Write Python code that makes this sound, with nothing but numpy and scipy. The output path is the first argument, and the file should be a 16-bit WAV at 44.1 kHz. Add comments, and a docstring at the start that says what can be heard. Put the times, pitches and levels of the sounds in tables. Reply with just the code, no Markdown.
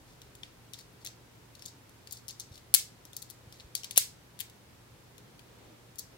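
"""Small hard plastic toy parts, handled and lined up on a table, close to a stereo pair in a quiet room.
They slide in tiny slips and tick together in quick clusters, each touch a crack with a faint ring.
Twice a catch snaps shut so loudly that the left microphone overloads with a short dull thud.
The parts sit mostly to the left and the hands bump softly. The room answers briefly; underneath lie
a soft hiss, mains hum, brushing sleeves and, in the first second, a deep rumble."""
import sys
import numpy as np
from scipy import signal
from scipy.fft import rfft, irfft, next_fast_len
from scipy.io import wavfile
from scipy.ndimage import uniform_filter1d

SR = 44100
rng = np.random.default_rng(int(sys.argv[2]) if len(sys.argv) > 2 else 0)


def waveform_to_disk(signal):
    """Save audio, clipped to [-1, 1], as 16-bit WAV at the path in sys.argv[1]."""
    frames = np.transpose(np.atleast_2d(signal))
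    scaled = np.clip(frames, -1, 1) * 32767
    samples = np.round(scaled).astype(np.int16)
    wavfile.write(sys.argv[1], SR, samples)


N = 272449
TIME = np.arange(N) / SR

# spectra of the room tone, the rumble and the brushing: (frequency [Hz], relative density [dB])
HISS_SPECTRUM = [(15, -40), (25, -13), (86, -5.5), (119, -5), (144, -6), (227, -11), (260, -10), (509, -13),
                 (631, -17), (997, -16.5), (1110, -19), (1300, -19), (4380, -25), (8130, -29),
                 (15500, -32.5)]
RUMBLE_SPECTRUM = [(15, -50.5), (40, -5), (65, -15), (200, -45), (2000, -100)]
BRUSH_SPECTRUM = [(100, -22), (200, -3.5), (400, 0), (700, -8), (1400, -18), (2200, -19), (3500, -17),
                  (8000, -31.5), (16000, -42)]
# how alike those noises reach the two microphones: (frequency [Hz], correlation [0-1])
PAIR_CORRELATION = [(30, 0.78), (120, 0.88), (300, 0.56), (700, 0.21), (2000, 0), (16000, 0)]
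# swells of hands and sleeves: (middle [s], half width [s], level [dB])
BRUSH_SWELLS = [(0.1, 0.98, -69), (3.6, 0.39, -67), (5.28, 0.25, -65), (5.66, 0.17, -59), (6.14, .04, -59)]
# one part slides over another: (time [s], length [s], level [dB])
PART_SLIDES = [(0.05, 0.11, -65), (.77, 0.06, -56.5), (1.002, 0.043, -64), (1.61, 0.12, -64),
               (2.098, 0.1, -58), (2.384, .041, -54.5), (2.506, 0.085, -57.5), (3.094, 0.12, -74),
               (3.285, .037, -60), (3.48, 0.15, -64.5), (3.954, 0.027, -44)]
# one part knocks on another: (time [s], level [dB], body re level [dB], brightness [dB/octave],
# resonance [Hz], left over right [dB], grazes before [count], rebounds after [count])
PART_CLACKS = [(0.2173, -49, 0.5, 0, 5760, 0.5, 0, 0), (0.352, -51.5, -7, 2.5, 6900, -1, 0, 0),
               (0.4331, -40, 0.5, -10, 3500, 3, 0, 0), (0.7351, -37.5, -11, -1, 3630, 4, 0, 1),
               (0.7887, -46, -3, 0, 4800, 15, 0, 0), (1.0513, -41.5, -5, -0.5, 7800, 10, 1, 1),
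               (1.0628, -38, -12.5, -2.5, 5400, -5.5, 0, 0), (1.0714, -37.5, -5.5, -3, 6420, 3, 0, 0),
               (1.552, -47, -10, -2.5, 4400, 2, 0, 0), (1.594, -46, -24, -7, 3800, 4, 0, 0),
               (1.6223, -43.5, -6, -2.5, 5440, 4, 0, 0), (1.6593, -34.5, -26, -2.5, 7000, 3, 1, 0),
               (1.894, -58.5, -15, 3.5, 8200, -1, 0, 0), (2.0729, -43.5, -7, -3, 4650, 5, 0, 0),
               (2.11, -41, -25, -2, 6600, 8, 0, 0), (2.127, -39.5, -23, 3, 7060, 3, 1, 0),
               (2.171, -47, -17, -3, 4960, -1, 0, 0), (2.282, -37.5, -19, 1, 5300, 4, 0, 1),
               (2.295, -38.5, -17, -8.5, 6500, 0, 0, 2), (2.398, -36, -21, 0.5, 6200, 1, 0, 1),
               (2.556, -47.5, -11, -4.5, 4600, 13, 0, 0), (2.578, -51, 0, -0.5, 4800, 6, 0, 0),
               (3.0524, -49, -16, 3.5, 5800, 2, 0, 0), (3.132, -45, -12, -0.5, 3400, 5, 0, 0),
               (3.1662, -35.5, -21, 4.5, 5800, 2, 0, 0), (3.2243, -40.5, -16, 3, 4280, 5, 1, 0),
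               (3.3007, -46, -18, 4.5, 11600, 14, 0, 1), (3.5248, -47, -9, -1.5, 4760, 1, 0, 0),
               (3.5986, -46.5, -3.5, -11, 4170, -0.5, 0, 1), (3.7517, -24.5, -13.5, -0.5, 11030, 5, 0, 0),
               (3.834, -35.5, -12.5, -8, 2940, 8, 0, 0), (3.844, -36, -3, -1, 6100, 1, 0, 0),
               (3.9097, -34, -7.5, -0.5, 10100, 3.5, 0, 0), (3.9605, -42, 5, 5, 5500, 3, 0, 0),
               (3.971, -25.5, -5.5, -4, 5550, 13, 0, 0), (4.391, -43.5, -1, 2.5, 9400, 6, 0, 0),
               (4.4042, -36.5, -1.5, 8.5, 3940, 5.5, 1, 1), (4.498, -52.5, -10, -1, 6110, -2, 0, 0),
               (5.1804, -50.5, -5, 1.5, 5670, 6, 0, 0), (5.3933, -52, 0, -2, 4670, 5.5, 0, 0),
               (5.9572, -54, -14, 3.5, 7420, 4, 0, 0), (5.9882, -35.5, -29, 0, 5930, 2, 1, 1)]
# body, main, high and top band of a contact: (centre [Hz], width [Hz])
CONTACT_BANDS = [(2300, 1800), (5000, 3700), (9200, 4000), (13600, 5000)]
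# ringing of the parts: (frequency [Hz], relative level [dB], t60 [s])
RING_MODES = [(3400, 0, 0.019), (3770, 0.5, 0.024), (4190, 3.5, 0.033), (4460, -9.5, .03),
              (5550, -1.5, 0.018), (6560, 2, 0.022), (7070, 4.5, .025), (7900, -3.5, .025),
              (9180, -4, 0.039), (9000, -5.5, .03), (9340, 1, 0.011), (10050, -2.5, 0.02),
              (11430, -10.5, 0.023), (12200, -2.5, 0.0076), (13100, -9.5, .03)]
# broad resonances on the side facing the microphones: (frequency [Hz], gain [dB])
NEAR_SIDE = [(1400, -1.5), (1900, -0.5), (2400, 0.5), (2950, 5.5), (3600, 1), (4600, -0.5), (6000, 1.5),
             (7900, 1.5), (9200, -2), (10400, 4.5), (12100, 2.5), (15000, -4.5)]
# colour of the room's answer: (frequency [Hz], relative density [dB])
TAIL_SPECTRUM = [(300, -5.5), (1000, -0.5), (2000, 1.5), (4000, 0.5), (7000, 0.5), (10000, -5.5),
                 (15000, -6)]
# its decay: (frequency [Hz], t60 [s])
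TAIL_DECAY = [(300, 0.1), (2000, 0.26), (5000, 0.3), (9000, 0.2322), (15000, 0.2)]
# soft bumps of the hands: (time [s], level [dB], frequency [Hz], t60 [s])
HAND_BUMPS = [(2.511, -35.5, 106, 0.052), (3.472, -39, 109, 0.053), (3.644, -37.5, 75.6, 0.058)]
# a catch snaps shut: (time [s], level [dB], body re level [dB], brightness [dB/octave], crack t60 [s],
# left over right [dB], overload thud gain [dB], wait until it seats [s], seating level [dB])
CATCH_SNAPS = [(2.74, -15.5, -11, 6.5, 0.0065, 2, -25, .0059, -16),
               (3.9765, -13, -9, 5.5, 0.0024, -1.5, -12.5, .0042, -28)]
# thud of the overloaded left microphone: (frequency [Hz], relative level [dB], t60 [s])
OVERLOAD_MODES = [(720, -4.5, .005), (1060, -5, 0.0032)]


def from_db(db):
    """Decibels to gain."""
    return 10 ** (np.asarray(db) / 20)


def rms_one(x):
    """Scale to rms 1."""
    return x / np.sqrt(np.mean(x ** 2) + 1e-20)


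def at_hz(points, hz):
    """Read a table on a log-frequency axis."""
    frequency, value = np.transpose(points)
    return np.interp(np.log(np.maximum(hz, 1)), np.log(frequency), value)


def fade(t, t60):
    """Exponential decay, 60 dB down at t60."""
    return 1000 ** (-t / t60)


def band(x, low, high, order=4):
    """Causal band-pass."""
    return signal.sosfilt(signal.butter(order, [low, high], "band", fs=SR, output="sos"), x)


def add(track, s, sound):
    """Mix a sound into a track at time s."""
    start = int(s * SR)
    track[..., start:start + sound.shape[-1]] += sound[..., :N - start]


def causal(gain):
    """Minimum-phase response with this gain: nothing sounds before the blow."""
    cepstrum = irfft(np.log(gain + 1e-12))
    folded = np.concatenate([cepstrum[:1], 2 * cepstrum[1:len(cepstrum) // 2]])
    return np.exp(rfft(folded, len(cepstrum)))


def stereo_noise(spectrum):
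    """Coloured noise of rms 1, alike at both microphones only in the bass."""
    size = next_fast_len(N, real=True)
    hz = np.arange(size // 2 + 1) * SR / size
    mid, side = rfft(rng.standard_normal((2, size)))
    alike = at_hz(PAIR_CORRELATION, hz)
    pair = np.sqrt(1 + alike) * mid + np.sqrt(1 - alike) * side * np.array([[1], [-1]])
    return rms_one(irfft(pair * from_db(at_hz(spectrum, hz)), size)[:, :N])


def room_tone(hiss_db=-57, hum_hz=117.2, hum_db=-64.5, rumble_db=-68, rumble_end_s=1.0):
    """The quiet room: steady hiss, mains hum and a deep rumble that dies away at the start."""
    hum = from_db(hum_db) * np.sqrt(2) * np.sin(2 * np.pi * hum_hz * TIME)
    dying = np.sqrt(np.clip(2 * (1 - TIME / rumble_end_s), 0, 1))
    rumble = from_db(rumble_db) * dying * stereo_noise(RUMBLE_SPECTRUM)
    return from_db(hiss_db) * stereo_noise(HISS_SPECTRUM) + hum + rumble


def brushing():
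    """Hands and sleeves brush about in soft swells of noise."""
    swells = sum(from_db(db) * np.exp(-((TIME - s) / width) ** 2) for s, width, db in BRUSH_SWELLS)
    return swells * stereo_noise(BRUSH_SPECTRUM)


def slides(slips_per_s=1100, spread_db=7.5, edge_db=-5.5, rub_lead_s=0.0081, rub_s=0.047, rub_db=-22):
    """Sliding faces catch and slip in a stream of tiny ticks; every clack rubs a little too."""
    slipping = rng.random(N) < slips_per_s / SR
    strength = from_db(spread_db * np.minimum(rng.standard_normal(N), 1))
    slips = slipping * strength * rng.choice([-1, 1], N)
    body = rms_one(band(slips, 3600, 7600))
    edge = rms_one(band(slips, 7000, 14000, order=2))
    rubs = [(s - rub_lead_s, rub_s, db + rub_db) for s, db, *_ in PART_CLACKS]
    envelope = np.zeros(N)
    for s, length, db in PART_SLIDES + rubs:
        envelope += from_db(db) * np.sin(np.pi * np.clip((TIME - s) / length, 0, 1))
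    return envelope * (body + from_db(edge_db) * edge)


def clacks(graze_s=0.0037, graze_loss_db=5.5, rebound_s=0.0063, rebound_loss_db=1.5, crack_t60=0.011):
    """Contacts of parts knocking together; some chatter, with lighter grazes before or rebounds after."""
    contacts = []
    for s, db, body_db, brightness, hz, left_db, grazes, rebounds in PART_CLACKS:
        chance = rng.standard_normal((8, 2))
        for touch in range(-round(grazes), round(rebounds) + 1):
            gap_s, loss_db = (graze_s, graze_loss_db) if touch < 0 else (rebound_s, rebound_loss_db)
            late, brighter = chance[touch] * (touch != 0)   # only the lighter touches vary
            touch_s = s + gap_s * (touch + 0.08 * late)
            touch_db = db - loss_db * abs(touch)
            contacts.append((touch_s, touch_db, body_db, brightness + 8.5 * brighter, crack_t60, hz, left_db))
    return contacts


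def contact_colour(hz, db, body_db, brightness, hollow_hz, high_db=-1.5, top_db=-1, trim_db=-2):
    """Gain over frequency of a contact: hard edges are bright, flat faces dull; small parts lack bass."""
    centres, widths = np.transpose(CONTACT_BANDS)
    tilt_db = brightness * np.maximum(np.log2(centres / centres[1]), 0)
    band_db = db + np.array([body_db, 0, high_db, top_db]) + tilt_db
    density_db = band_db + 10 * np.log10(0.001 * SR * SR / widths)   # a level is energy spread over 2 ms
    plateaus = [(centre + side * 0.11 * width, level)
                for centre, width, level in zip(centres, widths, density_db) for side in (-1, 1)]
    octaves = np.log2(np.maximum(hz, 100))
    bass_db = 14 * np.minimum(octaves - np.log2(plateaus[0][0]), 0)
    resonance_db = 4 / (1 + ((octaves - np.log2(hollow_hz)) / 0.17) ** 2)
    return from_db(at_hz(plateaus, hz) + bass_db + resonance_db + trim_db)


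def part_ring(t, spread_db=3, detune=0.008):
    """A struck part rings; grip and point of contact change the pitch and strength of every mode."""
    hz, db, t60s = np.transpose(RING_MODES)
    strengths = from_db(db + spread_db * rng.standard_normal(len(hz))) * rng.choice([-1, 1], len(hz))
    pitches = hz * (1 + detune * rng.standard_normal(len(hz)))
    modes = np.sin(2 * np.pi * pitches[:, None] * t) * fade(t, t60s[:, None])
    return rms_one(strengths @ modes)


def plastic_clicks(contacts, tail_db=-7.5, tail_t60=0.011, hollow_t60=0.006, ring_db=-11, size=4096):
    """Each contact cracks, sounds hollow and rings; returns the direct pair and a smoother room feed."""
    direct, radiated, t = np.zeros((2, N)), np.zeros(N), TIME[:size]
    hz = np.arange(size // 2 + 1) * SR / size
    near_side = from_db(at_hz(NEAR_SIDE, hz))
    for s, db, body_db, brightness, crack_t60, hollow_hz, left_db in contacts:
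        decay = fade(t, crack_t60) + from_db(tail_db) * fade(t, tail_t60)
        crack = rms_one(rng.standard_normal(size) * decay)   # dense, fast-dying modes
        hollow = rms_one(np.sin(2 * np.pi * hollow_hz * t) * fade(t, hollow_t60))
        hollowness = from_db(-13.5 - 0.36 * brightness)   # dull, flat faces sound hollower
        click = rfft(crack + hollowness * hollow + from_db(ring_db) * part_ring(t))
        # the click keeps its fine detail and takes its broad colour from the contact
        broad = np.sqrt(uniform_filter1d(np.abs(click) ** 2, size=280))
        colour = contact_colour(hz, db, body_db, brightness, hollow_hz)
        shaped = irfft(click * causal(colour * near_side / broad))
        add(direct, s, from_db([[0], [-left_db]]) * shaped)
        add(radiated, s, irfft(causal(colour)))
    return direct, radiated


def microphones(pair, lag_s=0.00021, shade_db=-18, shade_hz=6000, scatter_db=-4.5, scatter_t60=0.028):
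    """The right microphone hears the parts later, its treble shaded; near surfaces scatter into both."""
    left, right = pair
    lows = signal.sosfilt(signal.butter(1, shade_hz, fs=SR, output="sos"), right)
    shaded = lows + from_db(shade_db) * (right - lows)
    arrivals = np.array([left, np.roll(shaded, round(lag_s * SR))])
    t = TIME[:SR // 20]
    scatter = rng.standard_normal((2, len(t))) * fade(t, scatter_t60)
    scatter = from_db(scatter_db) * rms_one(scatter) / np.sqrt(len(t))
    return arrivals + signal.fftconvolve(arrivals, scatter, axes=1)[:, :N]


def room_answer(x, wet_db=-11.5, build_s=0.0044, wall_s=0.052, wall_width_s=0.018, wall_db=1.5):
    """A short diffuse tail builds up, swells as the far walls answer and lasts longest near 5 kHz."""
    t = TIME[:SR // 2]
    edges = np.geomspace(200, 18000, 13)
    tail = 0
    for low, high in zip(edges, edges[1:]):
        hz = np.sqrt(low * high)
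        noise = band(rng.standard_normal((2, len(t))), low, high, order=3)
        tail = tail + noise * from_db(at_hz(TAIL_SPECTRUM, hz)) * fade(t, at_hz(TAIL_DECAY, hz))
    build = 1 - np.exp(-t / build_s)
    walls = from_db(wall_db * np.exp(-((t - wall_s) / wall_width_s) ** 2))
    response = rms_one(tail * build * walls) / np.sqrt(len(t))
    return from_db(wet_db) * signal.fftconvolve(x[None], response, axes=1)[:, :N]


def hand_bumps(rise_s=0.0021):
    """A soft hand sets only a low mode swinging, heard alike at both microphones."""
    out, t = np.zeros(N), TIME[:SR // 2]
    rise = 1 - np.exp(-t / rise_s)
    for s, db, hz, t60 in HAND_BUMPS:
        add(out, s, from_db(db) * np.sin(2 * np.pi * hz * t) * fade(t, t60) * rise)
    return out


def snaps(catch_hz=10183, gap_s=0.0023, seat_body_db=-8, seat_brightness=3.5, seat_t60=0.0018):
    """Contacts of a catch: it springs over its edge, then the part seats with two knocks on the left."""
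    contacts = []
    for s, db, body_db, brightness, t60, left_db, _, wait_s, seat_db in CATCH_SNAPS:
        contacts.append((s, db, body_db, brightness, t60, catch_hz, left_db))
        for seat_s in (s + wait_s, s + wait_s + gap_s):
            contacts.append((seat_s, seat_db, seat_body_db, seat_brightness, seat_t60, catch_hz, 6))
    return contacts


def overload_thuds(right_db=-18):
    """The left microphone's overload: a dull thud of a few cycles placed at each snap, faint on the right."""
    out, t = np.zeros(N), TIME[:SR // 10]
    thud = sum(from_db(db) * np.sin(2 * np.pi * hz * t) * fade(t, t60) for hz, db, t60 in OVERLOAD_MODES)
    for s, *_, thud_db, _, _ in CATCH_SNAPS:
        add(out, s, from_db(thud_db) * thud)
    return band(out, 380, 1250, order=2) * from_db([[0], [right_db]])


def scene():
    """Clicks and slides close to the microphones, with the room behind them."""
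    direct, radiated = plastic_clicks(clacks() + snaps())
    sliding = slides()
    close = microphones(direct + sliding)
    return close + room_answer(radiated + sliding) + hand_bumps() + room_tone() + brushing()


def record(dry, ceiling=1.4, low_cut_hz=33, high_cut_hz=15800):
    """Overload rounds the loudest peaks and adds its thuds; the deepest bass and the top are cut."""
    rounded = ceiling * np.tanh(dry / ceiling) + overload_thuds()
    low_cut = signal.butter(4, low_cut_hz, "high", fs=SR, output="sos")
    high_cut = signal.ellip(10, 0.2, 70, high_cut_hz, fs=SR, output="sos")
    return signal.sosfilt(high_cut, signal.sosfilt(low_cut, rounded))


dry = scene()
out = record(dry)
waveform_to_disk(out)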